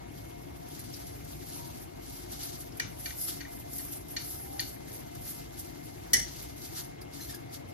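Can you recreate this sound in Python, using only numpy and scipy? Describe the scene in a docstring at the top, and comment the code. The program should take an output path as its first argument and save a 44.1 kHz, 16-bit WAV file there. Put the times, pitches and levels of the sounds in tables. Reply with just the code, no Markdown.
"""In a hard-walled kitchen a fan drones and whines and a gas flame hisses, all shaped noise and thin tones.
From the start fingers scrape wet rice over a steel mesh strainer above a pan: gritty noise swells stroke by
stroke, dry as if close to the microphone; caught wires ping. Near 3 s the rim knocks, near 6 s it clanks on
the pan: resonances with wall echoes, over soft booms. Near 7 s a wet finger squeaks in harmonics.
The two microphone ports hear deep bass and treble mostly alike but phase-shifted, the middle less alike."""
import sys
import numpy as np
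from scipy import signal
from scipy.fft import rfft, irfft, next_fast_len
from scipy.io import wavfile
from scipy.ndimage import uniform_filter1d, map_coordinates

SR = 44100
rng = np.random.default_rng(int(sys.argv[2]) if len(sys.argv) > 2 else 0)


def digitize_waveform(pressure):
    """Quantize a signal to 16-bit integers and store it at the path in sys.argv[1].

    Rows of a 2-D input are taken as channels; values are limited to [-1, 1].
    """
    field = np.atleast_2d(pressure).T
    bounded = np.clip(field, -1, 1)
    quanta = np.round(bounded * 32767).astype(np.int16)
    wavfile.write(sys.argv[1], SR, quanta)


N = 340893

# spectrum of the mesh wires: f/Hz, relative level per Hz/dB
WIRE_FIZZ = [(5000, -11), (7000, -15), (8500, -4.5), (10500, -1), (11500, -2), (12500, -3.5), (13200, -11),
             (14700, -12), (15700, -58)]
# spectrum of the bowl and rice: f/Hz, relative level per Hz/dB
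BOWL_RASP = [(1200, -4.5), (2400, -11.5), (3200, -5), (3900, -3.5), (4600, -1), (6000, -2.5), (7200, -5.5),
             (9000, -3.5)]


def amp(db):
    """Gain of a level in dB."""
    return 10 ** (np.asarray(db) / 20)


def unit(x):
    """x at rms 1."""
    return x / np.sqrt(np.mean(x ** 2) + 1e-20)


def along(points, hz):
    """One value per frequency for each column after the Hz, on a log axis."""
    f, *cols = np.transpose(points)
    return np.squeeze([np.interp(np.log(hz + 1), np.log(f + 1), c) for c in cols])


def curves(rows):
    """One value per sample for each column after the time."""
    s, *cols = np.transpose(rows)
    return [np.interp(np.arange(N) / SR, s, c) for c in cols]


def wobble(rate):
    """A smooth random curve, rate knots a second."""
    knots = rng.standard_normal(int(N * rate / SR) + 4)
    return map_coordinates(knots, [np.arange(N) * rate / SR])


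def filtered(x, response):
    """x times a complex response of frequency."""
    n = x.shape[-1]
    m = next_fast_len(n + SR // 2)
    return irfft(rfft(x, m) * response(np.fft.rfftfreq(m, 1 / SR)), m)[..., :n]


def coloured(x, spectrum):
    """x given a spectrum closed at both ends, at rms 1."""
    closed = [(spectrum[0][0] / 2, -120), *spectrum, (SR / 2, -120)]
    return unit(filtered(x, lambda hz: amp(along(closed, hz))))


def body(modes):
    """The causal response of a set of (f/Hz, width/Hz, level/dB) resonances, alternating in sign."""
    def response(f):
        total = 0
        for k, (centre, width, db) in enumerate(modes):
            resonance = 1j * f * width / (centre * centre - f * f + 1j * f * width)
            total = total + (-1) ** k * amp(db) * resonance
        return total
    return response


def grit(spread_db, patchy_db):
    """Two streams of tiny slips of unequal size, in patches of random strength."""
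    slips = rng.standard_normal((2, N)) * amp(spread_db * rng.standard_normal(N))
    z = signal.stft(slips, nperseg=256)[2]
    field = rng.standard_normal(z.shape[1:])
    field = uniform_filter1d(uniform_filter1d(field, 5, 0), 8, 1)  # smooth over frequency, then time
    return signal.istft(z * amp(patchy_db * unit(field)), nperseg=256)[1][:, :N]


def echoes(x):
    """Two unrelated answers of the kitchen walls: noise tails in which each frequency dies at its own speed."""
    # decay between the hard walls: f/Hz, t60/s
    wall_decay = [(500, 0.41), (2000, 0.3), (5000, 0.34), (8000, 0.26), (11000, 0.2), (14000, 0.053)]
    hz, t, z = signal.stft(rng.standard_normal((2, SR // 2)), SR, nperseg=256)
    fade = amp(-60 * t / along(wall_decay, hz)[:, None])
    tail = signal.istft(z * fade, SR, nperseg=256)[1]
    return signal.fftconvolve(x, tail / np.linalg.norm(tail[0]), axes=1)


def kitchen():
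    """Fan noise and tones in the room modes, deep rumble, patchy flame hiss and narrow flickering bands."""
    # fan in the room modes: f/Hz, relative level per Hz/dB
    drone_spectrum = [(25, -39), (45, -20), (60, -5.5), (80, -23), (110, 1), (150, 3), (200, -6),
                      (260, -3.5), (340, 2.5), (400, -9), (560, -14.5), (620, -64), (680, -3.5),
                      (1000, -34)]
    # gas flame: f/Hz, relative level per Hz/dB
    flame_spectrum = [(600, 10), (1000, 1), (2000, -2.5), (3000, -5), (5000, -10.5), (7300, -13),
                      (11000, -21), (13200, -38), (15500, -79)]
    # mean level of the deepest bass: t/s, level/dB
    rumble_level = [(0, -57.5), (1.2, -53.5), (2.5, -54), (3.7, -52.5), (5.5, -56), (6.5, -54.5),
                    (7.73, -60)]
    # narrow bands of the room tone that flicker: f/Hz, width/Hz, mean level/dB
    burble_bands = [(446, 40, -66), (573, 43, -63.5), (747, 49, -63.5), (793, 15, -65.5), (947, 15, -68.5)]
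    # blurred fan tones: f/Hz, width/Hz, level/dB
    hum_bands = [(95, 8, -58), (245, 10, -57), (283, 6, -52), (353, 5, -58), (706, 5, -55)]
    # two thin fan tones: t/s, mean level of the lower/dB, of the upper/dB
    whine_level = [(0, -71, -60), (1, -64.5, -65), (2.5, -68, -62), (3.2, -59, -76), (6.8, -59.5, -61),
                   (7.73, -65, -60.5)]
    # their pitches: f/Hz
    whine_hz = [2076, 2160]

    def noise():
        return rng.standard_normal((2, N))

    def band(hz, width_hz):
        return unit(filtered(noise(), body([(hz, width_hz, 0)])))

    drone = amp(-46 + .6 * wobble(3.94)) * coloured(noise(), drone_spectrum)
    deep_bass = coloured(noise(), [(30, -13), (55, 6.0), (75, 1.0)])
    rumble = amp(curves(rumble_level)[0] + 0.56 * wobble(3.64)) * deep_bass
    hiss = coloured(grit(spread_db=1.5, patchy_db=2.5), flame_spectrum)
    flame = amp(-53.0 + 0.32 * wobble(2.2)) * hiss
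    burble = sum(amp(db + 5.1 * wobble(7)) * band(hz, width_hz) for hz, width_hz, db in burble_bands)
    hum = sum(amp(db) * band(hz, width_hz) for hz, width_hz, db in hum_bands)
    t = np.arange(N) / SR
    whine = 0
    for hz, db in zip(whine_hz, curves(whine_level)):
        phase = 2 * np.pi * hz * t + .8 * wobble(4) + [[0], [2]]  # 2 rad between the rows
        whine = whine + amp(db + wobble(4)) * np.sin(phase)
    return drone + rumble + flame + burble + hum + whine


def effort():
    """Amplitude of fizz and rasp: each stroke swells to its fastest moment and dies away; powers add."""
    # strokes of the hand over the mesh: fastest moment t/s, rise/s, fall/s, fizz level/dB, rasp over fizz/dB
    hand_strokes = [(.2, 0.16, 0.37, -56, -4.5), (.42, .04, 0.091, -58, -14), (.57, .04, 0.1, -56, -14),
                    (.72, 0.097, 0.49, -51.5, -2.5), (.96, 0.086, 0.16, -51, 1),
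                    (1.15, 0.28, 0.12, -54, -23), (1.33, 0.071, 0.12, -50, -7),
                    (1.54, 0.11, 0.13, -46.5, -2.5), (1.82, 0.026, 0.052, -48.5, -18),
                    (2.15, 0.17, 0.15, -46.5, -3.5), (2.33, 0.046, 0.065, -46, -2),
                    (2.45, 0.089, 0.13, -43, -0.5), (2.62, 0.11, 0.073, -45.5, -4),
                    (2.775, 0.045, 0.023, -52, -9), (2.9, 0.047, 0.17, -53, -10),
                    (3.01, 0.049, 0.034, -43.5, -18), (3.08, 0.087, 0.061, -40.5, -7.5),
                    (3.22, 0.063, 0.14, -34, -15.5), (3.31, 0.068, 0.093, -44.5, 0.5),
                    (3.53, 0.052, 0.083, -47, -14), (3.61, 0.059, 0.037, -46, -10),
                    (3.74, 0.055, 0.16, -40, -12), (3.85, .1, 0.14, -42, -16),
                    (3.94, 0.076, 0.072, -40, -12), (4.11, 0.016, 0.1, -45.5, -24),
                    (4.28, 0.1, 0.22, -39.5, -10.5), (4.448, 0.057, 0.02, -62, -16),
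                    (4.53, .05, 0.033, -72, -11), (4.69, 0.25, 0.075, -44, -11),
                    (4.955, 0.086, 0.078, -43.5, -8.5), (5.1, 0.065, 0.033, -61, 1),
                    (5.16, 0.022, 0.028, -57, 3), (5.3, 0.089, 0.088, -38.5, -11),
                    (5.6, 0.035, 0.072, -43, -5.5), (5.7, 0.078, 0.042, -53.5, -4),
                    (5.85, 0.023, 0.05, -49, -11), (6.06, .04, 0.036, -65, -9), (6.42, 0.22, 0.1, -47.5, 1),
                    (6.65, 0.11, 0.058, -45.5, 0), (6.79, 0.1, 0.09, -42.5, -2),
                    (7.02, 0.012, 0.039, -53, -4), (7.14, 0.029, .05, -55.5, -1),
                    (7.22, 0.088, 0.079, -46, -4.5), (7.3, .06, .08, -46.5, -2),
                    (7.4, .06, 0.065, -58, -10), (7.35, .02, 0.022, -58, 5), (7.545, 0.035, 0.058, -47, -3),
                    (7.69, .02, .04, -54, -13)]
    # rice shifting between strokes: t/s, fizz level/dB
    settling = [(0, -66.5), (.7, -65), (1.75, -50.5), (1.9, -64.5), (2.7, -62), (3.5, -62.5), (5.5, -57),
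                (6.3, -58), (7, -72.5), (7.73, -73)]
    settle_rasp_db = -1  # rasp over the fizz between strokes
    edge_db, roundness = 12.5, 1.29  # drop at the ends of a stroke's rise and fall; shape of its top
    t = np.arange(N) / SR
    power = amp(2 * (curves(settling)[0] + [[0], [settle_rasp_db]]))
    for s, rise, fall, fizz_db, rasp_db in hand_strokes:
        start = max(round((s - 3 * rise) * SR), 0)
        near = slice(start, round((s + 3 * fall) * SR))
        away = np.abs(t[near] - s) / np.where(t[near] < s, rise, fall)
        peak_db = fizz_db + np.array([[0], [rasp_db]])
        power[:, near] += amp(2 * (peak_db - edge_db * away ** roundness))
    return np.sqrt(power)


def scrape():
    """Skin and grains slip over the weave: the wires fizz, the bowl rasps, both stutter together, grains tick."""
    # what a grain rings in the wires: f/Hz, width/Hz, level/dB
    wire_modes = [(3980, 920, -0.5), (4660, 170, 7.5), (5800, 400, 4), (6470, 400, 5)]
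    ticks_per_s, tick_db, tick_spread_db = 300, -7, 3.5  # mean rate; level against the rasp effort; spread
    fizz, rasp = effort()
    stutter = wobble(60)
    hits = rng.random(N) < ticks_per_s / SR
    sizes = amp(tick_spread_db * rng.standard_normal(N))
    snaps = hits * sizes * np.sign(rng.standard_normal((2, N)))
    fizz_noise = coloured(grit(spread_db=0.5, patchy_db=2.5), WIRE_FIZZ)
    rasp_noise = coloured(grit(spread_db=0.5, patchy_db=0.5), BOWL_RASP)
    wires_fizz = fizz * amp(1.14 * stutter) * fizz_noise
    bowl_rasps = rasp * amp(2 * stutter + 2.0 * wobble(18)) * rasp_noise
    grains_tick = rasp * amp(tick_db) * unit(filtered(snaps, body(wire_modes)))
    return wires_fizz + bowl_rasps + grains_tick


def catches():
    """A nail or grain catches: each plucks one wire and throws a brief scuff of fizz and rasp."""
    # nails and grains on a wire: t/s, ping drive level/dB, ping f/Hz, scuff level/dB
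    caught_wires = [(0.683, -41, 6400, -44), (0.792, -34, 4150, -36.5), (0.838, -35, 5200, -43),
                    (.936, -22.5, 5400, -49), (0.941, -23.5, 4650, -60), (0.99, -36, 5600, -49),
                    (1.066, -34, 6000, -43), (1.244, -51, 4860, -43), (1.329, -33, 3600, -47),
                    (1.485, -40, 5200, -42), (1.555, -34, 5600, -42), (1.673, -33, 4200, -45),
                    (1.808, -48, 4400, -54), (2.316, -28.5, 6000, -38), (2.43, -21, 4600, -36.5),
                    (2.719, -32, 5260, -57), (2.769, -45, 6100, -41), (3.78, -34, 4350, -30),
                    (4.082, -55, 5350, -40), (4.403, -50, 4370, -51), (4.601, -20, 4290, -28.5),
                    (5.148, -38, 6100, -41), (5.591, -31, 6060, -33), (5.829, -40.5, 4800, -55),
                    (6.039, -45, 6020, -57), (6.421, -41, 4600, -37), (6.615, -32, 3900, -48),
                    (6.749, -29, 5760, -48), (7.013, -30, 4900, -45), (7.135, -32, 4800, -48),
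                    (7.345, -42, 4890, -37), (7.536, -33, 4550, -50)]
    t60_s, scuff_rasp_db = 0.068, -29  # decay of a catch; rasp over the fizz in its scuff
    ping, scuff = np.zeros((2, N + SR)), np.zeros(N + SR)
    t = np.arange(SR // 5) / SR
    shape = amp(-60 * t / t60_s) * (1 - np.exp(-t / 0.002))
    for s, db, hz, scuff_db in caught_wires:
        start = round(s * SR)
        pluck = shape * rng.standard_normal((2, len(t)))
        ping[:, start:][:, :len(t)] += amp(db) * filtered(pluck, body([(hz, 400, 0)]))
        scuff[start:][:len(t)] += amp(scuff_db) * shape
    fizz = coloured(grit(spread_db=3, patchy_db=1.4), WIRE_FIZZ)
    rasp = coloured(grit(spread_db=3, patchy_db=1.4), BOWL_RASP)
    return ping[:, :N] + scuff[:N] * (fizz + amp(scuff_rasp_db) * rasp)


def knocks():
    """A blow and a short rattle of contacts ring the rim and the pan and clatter; the walls carry the tail."""
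    # knocks of the rim: t/s, rim level/dB, extra on the low modes/dB, extra on the ringing pair/dB,
    # pan level/dB, rattle t60/s
    rim_knocks = [(2.796, -3, 4.5, -4, -9.5, 0.02), (2.827, -38, -7, -12, -41, 0.033),
                  (3.056, -10, 1, -0.5, -38, 0.024), (3.102, -13, -0.5, -5, -45, 0.018),
                  (3.404, -21, 3.5, -3, -40, 0.04), (3.448, -30, 10.5, 1, -39.5, 0.027),
                  (3.789, -28, -2.5, -1, -38, 0.055), (4.163, -11, -1, 3.5, -24, 0.039),
                  (4.204, -28, -8, 4, -47, 0.027), (4.592, -8, -1.5, 4.5, -24, 0.029),
                  (6.1312, -13, -22, 1, 1.5, 0.048), (6.192, -40, -10, 0, -14.5, 0.039),
                  (6.223, -40, -10, 0, -21, .04)]
    # resonances of the rim: f/Hz, width/Hz, relative level/dB
    rim_modes = [(1570, 84, -1.5), (1820, 77, 7), (1925, 130, 6), (2370, 30, 4), (2876, 40, -0.5),
                 (3110, 51, -5), (3520, 66, -2), (4360, 116, 6.5), (4630, 150, 5), (5040, 300, -14),
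                 (5580, 250, -4.5), (6380, 210, 1)]
    # resonances of the pan: f/Hz, width/Hz, relative level/dB
    pan_modes = [(242, 52, -3.5), (776, 110, -12), (1220, 160, -15.5), (1795, 62, 1.5), (1962, 30, 8.5),
                 (1986, 15, 5), (2040, 22, -2), (2090, 15, 5.5), (2276, 49, -6), (3017, 56, -4),
                 (3460, 80, -6.5), (4000, 790, -16), (4550, 120, -2.5), (5100, 87, -2), (5550, 44, 3),
                 (5510, 45, 0), (5630, 38, 5), (5690, 45, 1), (5880, 64, 3.5), (5820, 53, 4.5),
                 (5920, 83, 5.5), (6230, 54, -3), (6130, 60, -3), (6340, 45, 2), (6480, 150, -4),
                 (7970, 390, 0), (10000, 900, -1), (11100, 150, -15), (11300, 340, -7.5), (14200, 310, -23)]
    ring_db, ring_attack_s = -0.5, .003  # free ringing after the main blow
    rattle_db, contact_spread_db = 1.5, 3  # part driven by the rattle; its contacts are unequal
    walls_db, walls_rise_s = -3.5, .009  # the walls' answer builds up
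    rim_blur, pan_blur = 4, 2.5  # the walls return each mode this many times wider
    out, t = np.zeros((2, N + 2 * SR)), np.arange(SR // 5) / SR
    for s, rim_db, low_db, pair_db, pan_db, t60 in rim_knocks:
        shape = amp(-60 * t / t60) * (1 - np.exp(-t / .0027)) ** 2
        steps = np.repeat(rng.standard_normal(len(t) // 30), 30)  # one strength per 30 samples
        contacts = shape * unit(amp(contact_spread_db * steps))
        blow = np.linalg.norm(shape) * (t == 0) * np.ones((2, 1))
        rim = [(hz, w, db + rim_db + low_db * (hz < 2600) + pair_db * (4100 < hz < 5200))
               for hz, w, db in rim_modes]
        pan = [(hz, w, db + pan_db) for hz, w, db in pan_modes]
        # the loose mesh has no pitch of its own
        clatter = [(3300, 1500, max(rim_db - 9.0, pan_db - 27)),
                   (6000, 1700, max(rim_db - 14, pan_db - 7))]
        here = out[:, round(s * SR):]
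        for modes, blur in (rim, rim_blur), (pan, pan_blur), (clatter, 1):
            rattle = filtered(contacts * rng.standard_normal((2, len(t))), body(modes))
            ring = filtered(blow, body(modes)) * (1 - np.exp(-t / ring_attack_s)) ** 2
            here[:, :len(t)] += amp(rattle_db) * rattle + amp(ring_db) * ring
            blurred = body([(hz, blur * w, db) for hz, w, db in modes])
            wet = amp(walls_db) * echoes(filtered(blow, blurred))
            wet_t = np.arange(wet.shape[1]) / SR
            here[:, :wet.shape[1]] += wet * (1 - np.exp(-wet_t / walls_rise_s)) ** 2
    return out[:, :N]


def thuds():
    """The stove booms under the two hardest knocks: soft low narrow noise that swells and fades."""
    # booms of the stove: t/s, level at the peak of the swell/dB, f/Hz
    booms = [(2.81, -44.5, 110), (2.82, -43, 190), (6.14, -43, 49.5)]
    swell_s = 0.038  # start to peak
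    out = 0
    for s, db, hz in booms:
        u = np.clip(np.arange(N) / SR - s, 0, None) / swell_s
        resonance = body([(hz, .8 * hz, 0)])
        noise = filtered(rng.standard_normal((2, N)), lambda f: resonance(f) ** 2)
        out = out + amp(db) * u * np.exp(1 - u) * unit(noise)
    return out


def squeaks():
    """Regular stick and slip on steel: a brief, slightly rising, fluttering stack of harmonics, with echoes."""
    # squeaks of a wet finger: t/s, starting f/Hz, length/s, level of harmonics 1 to 4/dB before the flutter
    finger_squeaks = [(7.125, 1550, 0.04, -72, -77, -54, -70), (7.195, 1770, 0.02, -52, -69, -53, -62),
                      (7.207, 2050, 0.041, -65, -46.5, -50, -63), (7.293, 1776, 0.03, -53, -55, -51, -62),
                      (7.338, 1630, 0.023, -49, -60, -50, -56)]
    out, flutter = np.zeros((2, N)), amp(2.8 * wobble(120))
    for s, hz, length, *levels_db in finger_squeaks:
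        start = round(s * SR)
        t = np.arange(round(length * SR)) / SR
        jitter = .045 * np.cumsum(rng.standard_normal(len(t)))  # rad
        turns = 2 * np.pi * hz * t * (1 + .01 * t / length) + jitter
        stack = sum(amp(db) * np.sin((k + 1) * turns + rng.uniform(0, 2 * np.pi))
                    for k, db in enumerate(levels_db))
        swell = np.sin(np.pi * np.sqrt(t / length))
        out[:, start:][:, :len(t)] += swell * flutter[start:][:len(t)] * stack
    return out + amp(-8) * echoes(out)[:, :N]


def scene():
    """Row 0 is what reaches the left port, row 1 a second sound field of the same kind to mix from."""
    return kitchen() + scrape() + catches() + knocks() + thuds() + squeaks()


def record(dry):
    """The right port mixes a phase-shifted share of the left with the second field, up to a band limit."""
    # right microphone port against the left: f/Hz, likeness 0-1, left leads/rad, left louder/dB
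    port_pair = [(40, .98, 0, -1.5), (100, .92, .5, -1.5), (170, .7, 1.4, 4), (260, .55, 2.1, 14),
                 (340, .5, 1.8, 11), (430, .3, 2.4, 2), (520, .75, 2.8, 0), (670, .85, 3, .5),
                 (706, .985, 3.14, .5), (750, .85, 3.2, .5), (950, .3, 3.3, 3), (2500, .25, 5.2, 2.5),
                 (5000, .25, 4.6, 2.5), (6900, .15, 2.6, 1.5), (7500, .6, 2.6, 1), (8200, .85, 2.8, 0),
                 (8800, 1, np.pi, 0), (9500, 1, np.pi, 0), (9800, .92, 3.5, 0), (12800, .88, 5.7, 0),
                 (13200, 1, 2 * np.pi, 0)]
    top_hz = 15800  # nothing passes above

    def right(hz):
        alike, lead, left_db = along(port_pair, hz)
        alike = np.clip(alike, 0, 1)
        shares = np.array([alike * np.exp(-1j * lead), np.sqrt(1 - alike ** 2)])
        return amp(-left_db) * shares

    pair = np.array([dry[0], filtered(dry, right).sum(axis=0)])
    return filtered(pair, lambda hz: hz < top_hz)


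dry = scene()
out = record(dry)
digitize_waveform(out)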